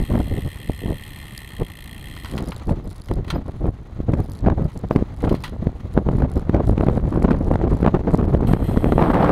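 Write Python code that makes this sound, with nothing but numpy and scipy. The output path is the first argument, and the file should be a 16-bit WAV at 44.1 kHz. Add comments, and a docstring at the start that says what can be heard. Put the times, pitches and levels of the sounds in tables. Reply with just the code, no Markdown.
"""A bicycle ride in the wind

A bicycle coasts off a cobbled bridge, is pedalled up to speed on asphalt with a few gear changes, then
coasts again. Wind buffets a microphone on the frame in gusts and single swirls of air, called eddies.
The tyres hiss, the freewheel buzzes as its catches snap over its teeth, the frame knocks at the kerb,
and the chain ticks, clacks and pings on the cogs."""
import sys
import numpy as np
from scipy import signal
from scipy.fft import rfft, irfft
from scipy.io import wavfile
from scipy.ndimage import uniform_filter1d

SR = 44100
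rng = np.random.default_rng(int(sys.argv[2]) if len(sys.argv) > 2 else 0)


def store_pcm(level_fs):
    """Save levels as 16-bit WAV."""
    pcm = np.round(np.clip(level_fs, -1, 1) * 32767).astype(np.int16)
    wavfile.write(sys.argv[1], SR, np.atleast_2d(pcm).T)


N = 410571


def from_db(db):
    """Turn decibels into a number to multiply a sound by."""
    return 10 ** (np.asarray(db) / 20)


def rms_one(x):
    """Scale a signal so that its average strength (rms) is 1."""
    return x / np.sqrt(np.mean(x ** 2) + 1e-20)


def curve(rows):
    """Join (seconds, value) points with straight lines, giving a value for every sample."""
    times, values = np.transpose(rows)
    return np.interp(np.arange(N) / SR, times, values)


def add(out, start_s, sound):
    """Mix a short sound in at a given time."""
    start = int(np.clip(round(start_s * SR), 0, N))
    out[start:start + len(sound)] += sound[:N - start]


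def drift(hz):
    """A value that wanders at random around zero, at about this rate."""
    r = np.exp(-2 * np.pi * hz / SR)
    return rms_one(signal.lfilter([1], [1, -2 * r, r * r], rng.standard_normal(N + SR))[SR:])


def noise(spectrum):
    """Noise with a tone colour drawn through (Hz, dB) points, fading beyond the first and last."""
    hz, db = np.transpose(spectrum)
    f = np.maximum(np.arange(N // 2 + 1) * SR / N, 1)
    ends = np.minimum(f / hz[0], 1) ** 2 * np.minimum(hz[-1] / f, 1) ** 4
    colour = from_db(np.interp(np.log(f), np.log(hz), db))
    return rms_one(irfft(rfft(rng.standard_normal(N)) * ends * colour, N))


def dull(x, hz):
    """Gently turn down the treble above this frequency."""
    r = np.exp(-2 * np.pi * hz / SR)
    return signal.lfilter([1 - r], [1, -r], x + 1e-18)


def resonate(x, tones):
    """Let a signal ring an object's natural tones; every second tone is added upside down."""
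    out = 0
    for k, (hz, width, db) in enumerate(tones):
        r = np.exp(-np.pi * width / SR)
        poles = [1, -2 * r * np.cos(2 * np.pi * hz / SR), r * r]
        ring = signal.lfilter([1, 0, -1], poles, x + 1e-18)
        out = out + (-1) ** k * from_db(db) * (1 - r * r) / 2 * ring
    return out


def ring_strength(tones):
    """How strongly an object answers one click; dividing by this keeps levels comparable."""
    return np.linalg.norm(resonate(signal.unit_impulse(SR // 10), tones))


def steady(x, seconds):
    """Even out loudness changes slower than this, keeping the faster flutter."""
    size = max(int(seconds * SR), 2)
    power = uniform_filter1d(uniform_filter1d(x * x, size), size)
    return x / np.sqrt(np.abs(power) + 1e-12)


def swell(start, length, rise_s, fall_s):
    """A loudness shape that rises to 1 by the start time, holds, then dies away."""
    t = np.arange(N) / SR
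    span_s = np.array([start - 10 * rise_s, start + length + 10 * fall_s])
    near = slice(*np.clip(span_s * SR, 0, N).astype(int))
    age = t[near] - start
    out = np.zeros(N)
    out[near] = np.exp(np.minimum(age, 0) / rise_s - np.maximum(age - length, 0) / fall_s)
    return out


# The steady wind between gusts, growing with speed. Each row: time in seconds, level in dB.
AIRFLOW = [(0.0, -57), (0.55, -35), (1.0, -37), (1.7, -40), (2.2, -34.5), (2.85, -33), (3.02, -37.5),
           (3.3, -29.5), (3.85, -36.5), (4.25, -29.5), (4.75, -41.5), (5.1, -32.5), (5.85, -33.5),
           (6.4, -27.5), (7.2, -26), (8.6, -24.5), (9.31, -24)]
# Gusts. Each row: start in seconds, length in seconds, level in dB,
# brightness in dB (fine eddies compared with mid-sized ones).
GUSTS = [(0, 0.031, -28, -21.5), (0.107, 0.11, -22.5, -13.5), (0.26, 0.14, -30.5, -22),
         (0.458, 0.0061, -27.5, -20.5), (0.694, 0.0077, -31.5, -23), (0.828, 0.1, -28.5, -17.5),
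         (1.608, 0.014, -24.5, -12.5), (2.321, 0.18, -30.5, -13), (2.687, 0.042, -23.5, -16),
         (2.764, 0.13, -36.5, -22), (3.106, 0.098, -29, -20.5), (3.33, 0.058, -26, -11.5),
         (3.481, 0.013, -31, -9.5), (3.61, 0.076, -28, -19.5), (3.675, 0.024, -31.5, -23),
         (4.002, 0.0058, -31, -25), (4.086, 0.12, -24, -15.5), (4.446, 0.074, -18.5, -11),
         (4.581, 0.073, -24, -16.5), (4.754, 0.038, -36, -21), (4.841, 0.0038, -25.0, -13),
         (4.913, 0.1, -26, -14.5), (5.227, 0.12, -21, -11.5), (5.531, 0.024, -28, -13.5),
         (5.618, 0.072, -30, -21), (5.834, 0.038, -40.5, -30.5), (5.963, 0.055, -22, -12),
         (6.066, 0.099, -25.5, -18.5), (6.183, 0.074, -22, -14.5), (6.359, 0.014, -18.5, -10),
         (6.526, 0.089, -21.5, -11), (6.664, 0.078, -26, -23), (6.805, 0.1, -22, -10.5),
         (6.941, 0.033, -20.5, -13), (7.028, 0.041, -26, -19.5), (7.127, 0.067, -23, -11),
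         (7.218, 0.13, -19.5, -9.5), (7.405, 0.035, -22, -14), (7.487, 0.058, -20.5, -12.5),
         (7.61, 0.072, -21.5, -13.5), (7.716, 0.032, -21.5, -14), (7.84, 0.044, -19, -5),
         (7.922, 0.045, -19.5, -9), (8.064, 0.035, -21.5, -8.5), (8.136, 0.11, -22, -12),
         (8.276, 0.15, -22.5, -15), (8.448, 0.081, -22, -14), (8.603, 0.14, -28, -17.5),
         (8.772, 0.0082, -20, -8), (8.84, 0.12, -22.5, -13), (8.989, 0.13, -19, -2.5),
         (9.137, 0.17, -19.5, -0.5)]


def wind_strength(typical_db=-20, typical_bright_db=-12, arch_db=1):
    """How strong the large, mid-sized and fine eddies are as gusts add power to the steady wind."""
    flow_db = curve(AIRFLOW)
    rise_db = 1.73 * (flow_db + 30)  # smaller eddies grow faster than the flow itself
    large, mid, fine = from_db([flow_db, rise_db - 39, rise_db - 49]) ** 2
    for start, length, db, bright_db in GUSTS:
        shape = swell(start, length, rise_s=0.0096, fall_s=0.012)
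        near = np.flatnonzero(shape)
        place = np.clip(2 * (near / SR - start) / length - 1, -1, 1)
        shape[near] *= from_db(arch_db * (.5 - place ** 2))  # strongest in the middle
        # loud, dull gusts rumble the most
        rumble_db = -17.5 + 1.42 * (db - typical_db) - (bright_db - typical_bright_db)
        large += (from_db(rumble_db) * swell(start, length, rise_s=0.021, fall_s=0.021)) ** 2
        mid += (from_db(db) * shape) ** 2
        fine += (from_db(db + bright_db) * shape ** 2) ** 2  # comes and goes in half the time
    return np.sqrt([large, mid, fine])


# The tone colours of large, mid-sized and fine eddies. Each row: frequency in Hz, relative level in dB.
RUMBLE_COLOUR = [(12, -22), (25, -6), (50, -2), (90, -4.5), (140, -9), (220, -22.5)]
WHOOSH_COLOUR = [(90, -15), (160, 4), (300, -1), (500, -9), (700, -14.5), (1100, -30)]
RUSTLE_COLOUR = [(450, 6), (750, 4), (1100, -0.5), (1600, -9.5), (2400, -20.5), (4000, -31.5), (7000, -50),
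                 (14000, -93)]
# The bursts merge into a roar at speed. Each row: time in seconds, burstiness from 0 to 1.
BURSTINESS = [(0, 0.74), (8.9, 0.76), (9.02, 0.44), (9.31, 0.26)]


def wind(large, mid, fine):
    """Churning air hits the microphone in bursts; the smaller the eddies, the burstier they sound."""
    flutter = 1.27 * drift(hz=34.7) + 0.9 * drift(hz=108)
    bursts = curve(BURSTINESS) * 2 * np.tanh(flutter / 2)
    rumble = steady(noise(RUMBLE_COLOUR) * from_db(4 * bursts), seconds=0.092)
    whoosh = steady(noise(WHOOSH_COLOUR) * from_db(7 * bursts), seconds=0.048)
    rustle = steady(noise(RUSTLE_COLOUR) * from_db(10 * bursts), seconds=0.046)
    return large * rumble + from_db(1.5) * mid * whoosh + from_db(0.5) * fine * rustle


def shed_eddies(mid, fine, per_s=14, middle_hz=300):
    """List small eddies at random moments, as strong as the wind that sheds them (rows as below)."""
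    gaps, sizes, pitches = rng.random((400, 3)).T
    times = np.cumsum(-np.log(1 - gaps)) / per_s
    samples = (times[times * SR < N] * SR).astype(int)
    rows = []
    for i, size, pitch in zip(samples, sizes, pitches):
        slap_db = 20 * np.log10(mid[i] * 2 * size) + 4.5
        crack_db = 20 * np.log10(fine[i] * 2 * size) - 0.5
        rows.append((i / SR, slap_db, middle_hz * 2 ** (pitch - .5), crack_db))
    return rows


# The hardest eddies. Each row: time in seconds, relative slap level in dB,
# quickness in Hz (higher gives a shorter slap), relative crack level in dB.
HARD_EDDIES = [(0.698, -9.5, 309, -39), (1.62, -13, 228, -57), (2.695, -14.5, 436, -29),
               (3.114, -13, 312, -25.5), (3.657, -14, 340, -35), (4.004, -12, 223, -43),
               (4.083, -20, 365, -50), (4.137, -8.5, 252, -25.5), (4.485, -3.5, 475, -40),
               (4.501, -20, 320, -25), (4.911, -7.5, 337, -19), (4.962, 2, 328, -16.5),
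               (5.025, -8, 250, -36), (5.315, -8, 284, -40), (5.671, -7, 199, -29.5),
               (5.977, -2, 327, -20.5), (6.089, -7, 305, -27), (6.222, -17, 308, -23.5),
               (6.496, -4.5, 242, -26), (6.547, -5, 327, -23), (6.696, -7, 370, -31),
               (6.78, -7.5, 248, -26), (6.81, -7, 300, -25.5), (6.886, -3, 300, -22.5),
               (7.175, -6, 263, -38), (7.249, -7, 218, -22.5), (7.309, -12, 290, -20),
               (7.514, -4, 464, -34), (7.557, -12, 277, -22.5), (7.83, -4.5, 262, -28),
               (7.864, -0.5, 342, -15.5), (7.948, -20, 298, -24), (8.147, -6.5, 370, -29),
               (8.349, -5, 390, -28), (8.536, -1.5, 226, -18), (8.774, -4.5, 240, -18),
               (8.844, -6, 290, -22), (8.923, -6, 473, -18), (8.981, -6.5, 340, -18.5),
               (9.294, -5, 700, -19)]
# The tone colour of an eddy breaking up. Each row: frequency in Hz, relative level in dB.
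CRACK_COLOUR = [(700, 15), (1300, 4), (2000, -4), (3200, -15), (4500, -24), (7000, -30), (14000, -40)]


def eddy_slaps(mid, fine, core_width=1.78, crack_s=0.00075):
    """An eddy crosses the microphone: one lopsided swing of pressure, and a crack as its core breaks."""
    rows = list(HARD_EDDIES) + shed_eddies(mid, fine)
    slaps, cracks = np.zeros(N), np.zeros(N)
    t = np.arange(-SR // 40, SR // 40) / SR
    breakup = steady(noise(CRACK_COLOUR), seconds=0.0053)
    skews = rng.normal(np.pi, 1, len(rows))
    for (at, slap_db, hz, crack_db), skew in zip(rows, skews):
        passage = 2 * np.pi * hz * t / core_width
        swing = np.real(np.exp(1j * skew) / (1 - 1j * passage) ** 2) * np.hanning(len(t))
        add(slaps, at + t[0], from_db(slap_db + 4.5) * swing)
        add(cracks, at + t[0], from_db(crack_db + 6) / np.cosh(t / crack_s))
    return slaps + cracks * breakup


# The two spells of coasting. 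Each row: time in seconds, freewheel teeth passing per second.
FIRST_COAST = [(0.0, 80), (0.23, 76), (0.62, 68.7), (1.17, 75.3), (1.5, 69), (1.69, 56), (1.91, 55.7),
               (2.18, 83), (2.34, 75)]
LAST_COAST = [(8.47, 110), (8.52, 184), (8.58, 184), (8.76, 115), (8.94, 170), (9.1, 144), (9.31, 146)]
# How hard the freewheel's catches snap down. Each row: time in seconds, relative level in dB.
CATCH_FORCE = [(0, -43.5), (1.2, -43.5), (1.7, -44), (2.2, -45), (2.34, -46.5), (8.47, -44), (8.53, -48),
               (8.56, -60), (8.66, -46), (8.8, -50.5), (9.0, -51), (9.31, -53.5)]
# The natural tones of hub and wheel. Each row: frequency in Hz, width in Hz, relative level in dB.
HUB_TONES = [(1817, 98, 5), (2050, 146, 4), (2430, 68, -2.5), (2620, 85, -1), (2840, 140, -2.5),
             (3230, 147, 2), (4150, 167, -4), (4900, 640, -18.5), (8300, 430, -9.5), (9070, 430, -10),
             (10440, 1400, -14.5), (12220, 410, -7.5), (12520, 450, -6.5), (15000, 1600, -27)]


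def freewheel(coast, thin_hz, teeth_per_turn=30, wobble=.025, chatter_s=.004, alike=0.51, uneven_db=1.53):
    """At every tooth, small catches snap down and chatter, much the same each time, ringing the hub."""
    times, teeth_per_s = np.transpose(coast)
    t = np.arange(times[0], times[-1], 1 / SR)
    rate = np.interp(t, times, teeth_per_s)
    turns = np.cumsum(rate) / SR / teeth_per_turn
    rate *= 1 + wobble * np.sin(2 * np.pi * turns)  # the toothed ring is slightly out of round
    teeth = np.floor(np.cumsum(rate) / SR)
    fade = np.exp(-np.arange(SR // 40) / SR / chatter_s)
    # the part of the chatter that repeats is equally strong at all frequencies
    phases = np.angle(rfft(rng.standard_normal(len(fade)) * fade))
    repeated = irfft(np.exp(1j * phases), len(fade)) * np.linalg.norm(fade)
    clicks = np.zeros(N)
    for at in t[np.diff(teeth, prepend=-1) > 0]:
        fresh = rng.standard_normal(len(fade)) * fade
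        chatter = np.sqrt(alike) * repeated + np.sqrt(1 - alike) * fresh
        add(clicks, at, from_db(uneven_db * rng.standard_normal()) * chatter)
    thinned = signal.lfilter(*signal.butter(1, thin_hz, "high", fs=SR), clicks + 1e-18)
    return from_db(curve(CATCH_FORCE) + 7.5) * resonate(thinned, HUB_TONES) / ring_strength(HUB_TONES)


# The tone colour of tyres on the road. Each row: frequency in Hz, relative level in dB.
TYRE_COLOUR = [(170, 12.5), (330, 2.5), (450, -5), (680, -5.5), (850, -0.5), (990, -7), (1130, -2),
               (1550, -12.5), (2000, -10), (2700, -19), (4100, -17.5), (5300, -29.5), (6400, -24.5),
               (8000, -33.5), (15000, -39)]
# How loudly they roll. Each row: time in seconds, relative level in dB.
ROLLING_LEVEL = [(0, -46), (1.8, -48), (2.4, -44.5), (3.0, -48.5), (3.8, -49), (5.1, -44.5), (5.8, -46.5),
                 (7.0, -46), (9.31, -45.5)]
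# The natural tones of frame and gears. Each row: frequency in Hz, width in Hz, relative level in dB.
FRAME_TONES = [(996, 200, 6.5), (1434, 190, 3), (1897, 220, 3), (2700, 410, -1.5), (3170, 310, 1.5),
               (4140, 200, -0.5), (4680, 230, -5.5), (6300, 2200, -16.5), (8950, 750, -12.5),
               (11000, 620, -16.5), (13500, 1500, -18.5)]


def tyres(grain_db=3.0, hum_db=-13.0):
    """The tread hisses over the grain of the road, and the frame hums along."""
    road = dull(rng.standard_normal(N), hz=1500)
    hum = from_db(hum_db) * rms_one(resonate(road, FRAME_TONES))
    hiss = noise(TYRE_COLOUR)
    level_db = curve(ROLLING_LEVEL) - 0.5 + grain_db * drift(hz=29)
    return from_db(level_db) * (hiss + hum)


# Grit under a tyre. Each row: time in seconds, peak level in dB.
GRIT = [(1.378, -20)]
# The tones of a chain link's tick, also used for grit.
# Each row: frequency in Hz, width in Hz, relative level in dB.
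TICK_TONES = [(4100, 1560, 0.5), (7700, 750, -2), (9900, 1560, -1.5), (14500, 1200, -25)]


def grit(fade_s=0.00088):
    """A grain of grit snaps out from under the tyre with a sharp crack."""
    out, t = np.zeros(N), np.arange(SR // 100) / SR
    for at, db in GRIT:
        crack = resonate(rng.standard_normal(len(t)) * np.exp(-t / fade_s), TICK_TONES)
        add(out, at, from_db(db) * crack / np.abs(crack).max())
    return out


# Clacks from gear changes, the kerb, and the freewheel starting up as pedalling stops. Each row:
# start in seconds, level in dB, the rattle's fade time in seconds, hardness in Hz (higher is brighter).
CLACKS = [(2.165, -33, 0.0048, 9000), (2.246, -26.5, 0.0021, 9000), (2.257, -27, 0.002, 9000),
          (2.378, -27.5, 0.0083, 12000), (2.519, -21, 0.0053, 1200), (2.597, -37, 0.0027, 9000),
          (3.085, -32.5, 0.0033, 9000), (3.246, -39, 0.0039, 12000), (3.279, -37.5, 0.013, 12000),
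          (3.302, -20, 0.0079, 9000), (5.247, -33.5, 0.0044, 9000), (5.293, -30, 0.0062, 12000),
          (5.348, -36, 0.013, 12000), (5.437, -25.5, 0.018, 9000), (5.478, -36, 0.004, 9000),
          (8.473, -37, 0.0035, 12000), (8.529, -32, 0.0041, 12000)]


def clacks(shiver_db=-17, shiver_s=0.043):
    """Each clack is a short, dense rattle, and the frame shivers after it, duller."""
    blows, t = np.zeros(N), np.arange(SR // 4) / SR
    for at, db, fade_s, hard_hz in CLACKS:
        rattle = rng.standard_normal(len(t)) * np.exp(-t / fade_s)
        shiver = dull(rng.standard_normal(len(t)) * np.exp(-t / shiver_s), hz=5000)
        add(blows, at, from_db(db) * dull(rattle + from_db(shiver_db) * shiver, hard_hz))
    return resonate(blows, FRAME_TONES) / ring_strength(FRAME_TONES)


# The chain runs askew and rubs the cogs.
# Each row: start in seconds, length in seconds, relative level in dB.
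CHAIN_RUBS = [(2.282, 0.31, -55.5), (2.657, 0.064, -59.5), (2.865, 0.29, -59), (3.47, 0.036, -65),
              (3.562, 0.16, -70.5), (4.132, 0.12, -61), (4.29, 0.1, -58.5), (4.625, 0.18, -65.5),
              (4.875, 0.1, -67), (5.155, 0.37, -63), (5.92, 0.055, -70), (6.126, 0.1, -64),
              (6.31, 0.098, -60.5), (6.667, 0.045, -57), (6.8, 0.19, -63), (7.066, 0.18, -65),
              (7.38, 0.18, -64.5), (7.71, 0.12, -62), (8.105, 0.08, -57), (8.217, 0.33, -66)]
# The hardest snaps of the links. Each row: time in seconds, level in dB.
LINK_SNAPS = [(2.4865, -32), (2.6983, -37), (2.9078, -39), (4.319, -38), (4.356, -44), (4.7755, -37),
              (5.9385, -40.5), (7.228, -34.5)]


def chain(from_s=2.3, to_s=8.47, links_per_s=54, loose_per_s=110, uneven_db=4.5, scuff_s=0.00076):
    """Links scuff onto the teeth, harder where the chain rubs; loose ones tick between and a few snap."""
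    t = np.arange(N) / SR
    force = from_db(-73.5) * ((t > from_s) & (t < to_s))  # faint while the chain runs freely
    for start, length, db in CHAIN_RUBS:
        rub = from_db(db + 3) * swell(start, length, rise_s=0.017, fall_s=0.017)
        force = np.maximum(force, rub)
    links_passed = np.floor(np.cumsum(links_per_s * (1 + .1 * drift(hz=20))) / SR)
    seated = np.diff(links_passed, prepend=0) > 0
    loose = rng.random(N) < loose_per_s / SR
    ticks = (seated + from_db(-9) * loose) * from_db(uneven_db * rng.standard_normal(N))
    snaps = np.zeros(N)
    for at, db in LINK_SNAPS:
        add(snaps, at, from_db([db]))
    # each contact becomes a tiny, fading burst of noise
    fades = signal.lfilter([1], [1, -np.exp(-1 / (scuff_s * SR))], np.array([ticks, snaps]) + 1e-18)
    ticking, snapping = resonate(fades * rng.standard_normal(N), TICK_TONES) / ring_strength(TICK_TONES)
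    return force * steady(ticking, seconds=0.07) + snapping


# The clearest pings of a cog. Each row: start in seconds, level in dB.
COG_PINGS = [(2.356, -48), (2.383, -47), (2.465, -49), (2.533, -45), (2.842, -49), (3.045, -51),
             (3.128, -47), (3.348, -45), (3.361, -41), (4.236, -48), (4.305, -47), (4.927, -46),
             (5.322, -42), (5.405, -46), (6.372, -44)]
# The cog's natural tones. Each row: frequency in Hz, relative level in dB, seconds to fade by 60 dB.
COG_TONES = [(4960, -8, .08), (12060, -9.5, .055), (12190, -11.5, .05)]


def cog_pings(rise_s=0.00065, uneven_db=3.4):
    """A thin steel cog rings briefly when the chain brushes it."""
    out, t = np.zeros(N), np.arange(SR // 8) / SR
    onset = 1 - np.exp(-t / rise_s)
    for at, db in COG_PINGS:
        for hz, tone_db, fade_s in COG_TONES:
            level_db = db + tone_db + rng.normal(0, uneven_db) - 60 * t / fade_s
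            add(out, at, onset * from_db(level_db) * np.sin(2 * np.pi * hz * t))
    return out


def scene():
    """Mix the bicycle and the wind into one channel, all close by and in the open air."""
    # the last coast's faster teeth flick the catches more lightly and lose the low ring
    coasting = freewheel(FIRST_COAST, thin_hz=200) + freewheel(LAST_COAST, thin_hz=2640)
    bicycle = coasting + chain() + cog_pings() + clacks() + tyres() + grit()
    large, mid, fine = wind_strength()
    return (bicycle + wind(large, mid, fine) + eddy_slaps(mid, fine))[None]


def record(dry):
    """The hardest slaps overload and are rounded off; the highest treble is cut."""
    cutoff_hz = 15700
    rounded = dry / (1 + dry ** 6) ** (1 / 6)
    return signal.sosfilt(signal.ellip(10, .2, 90, cutoff_hz, fs=SR, output="sos"), rounded)


dry = scene()
out = record(dry)
store_pcm(out)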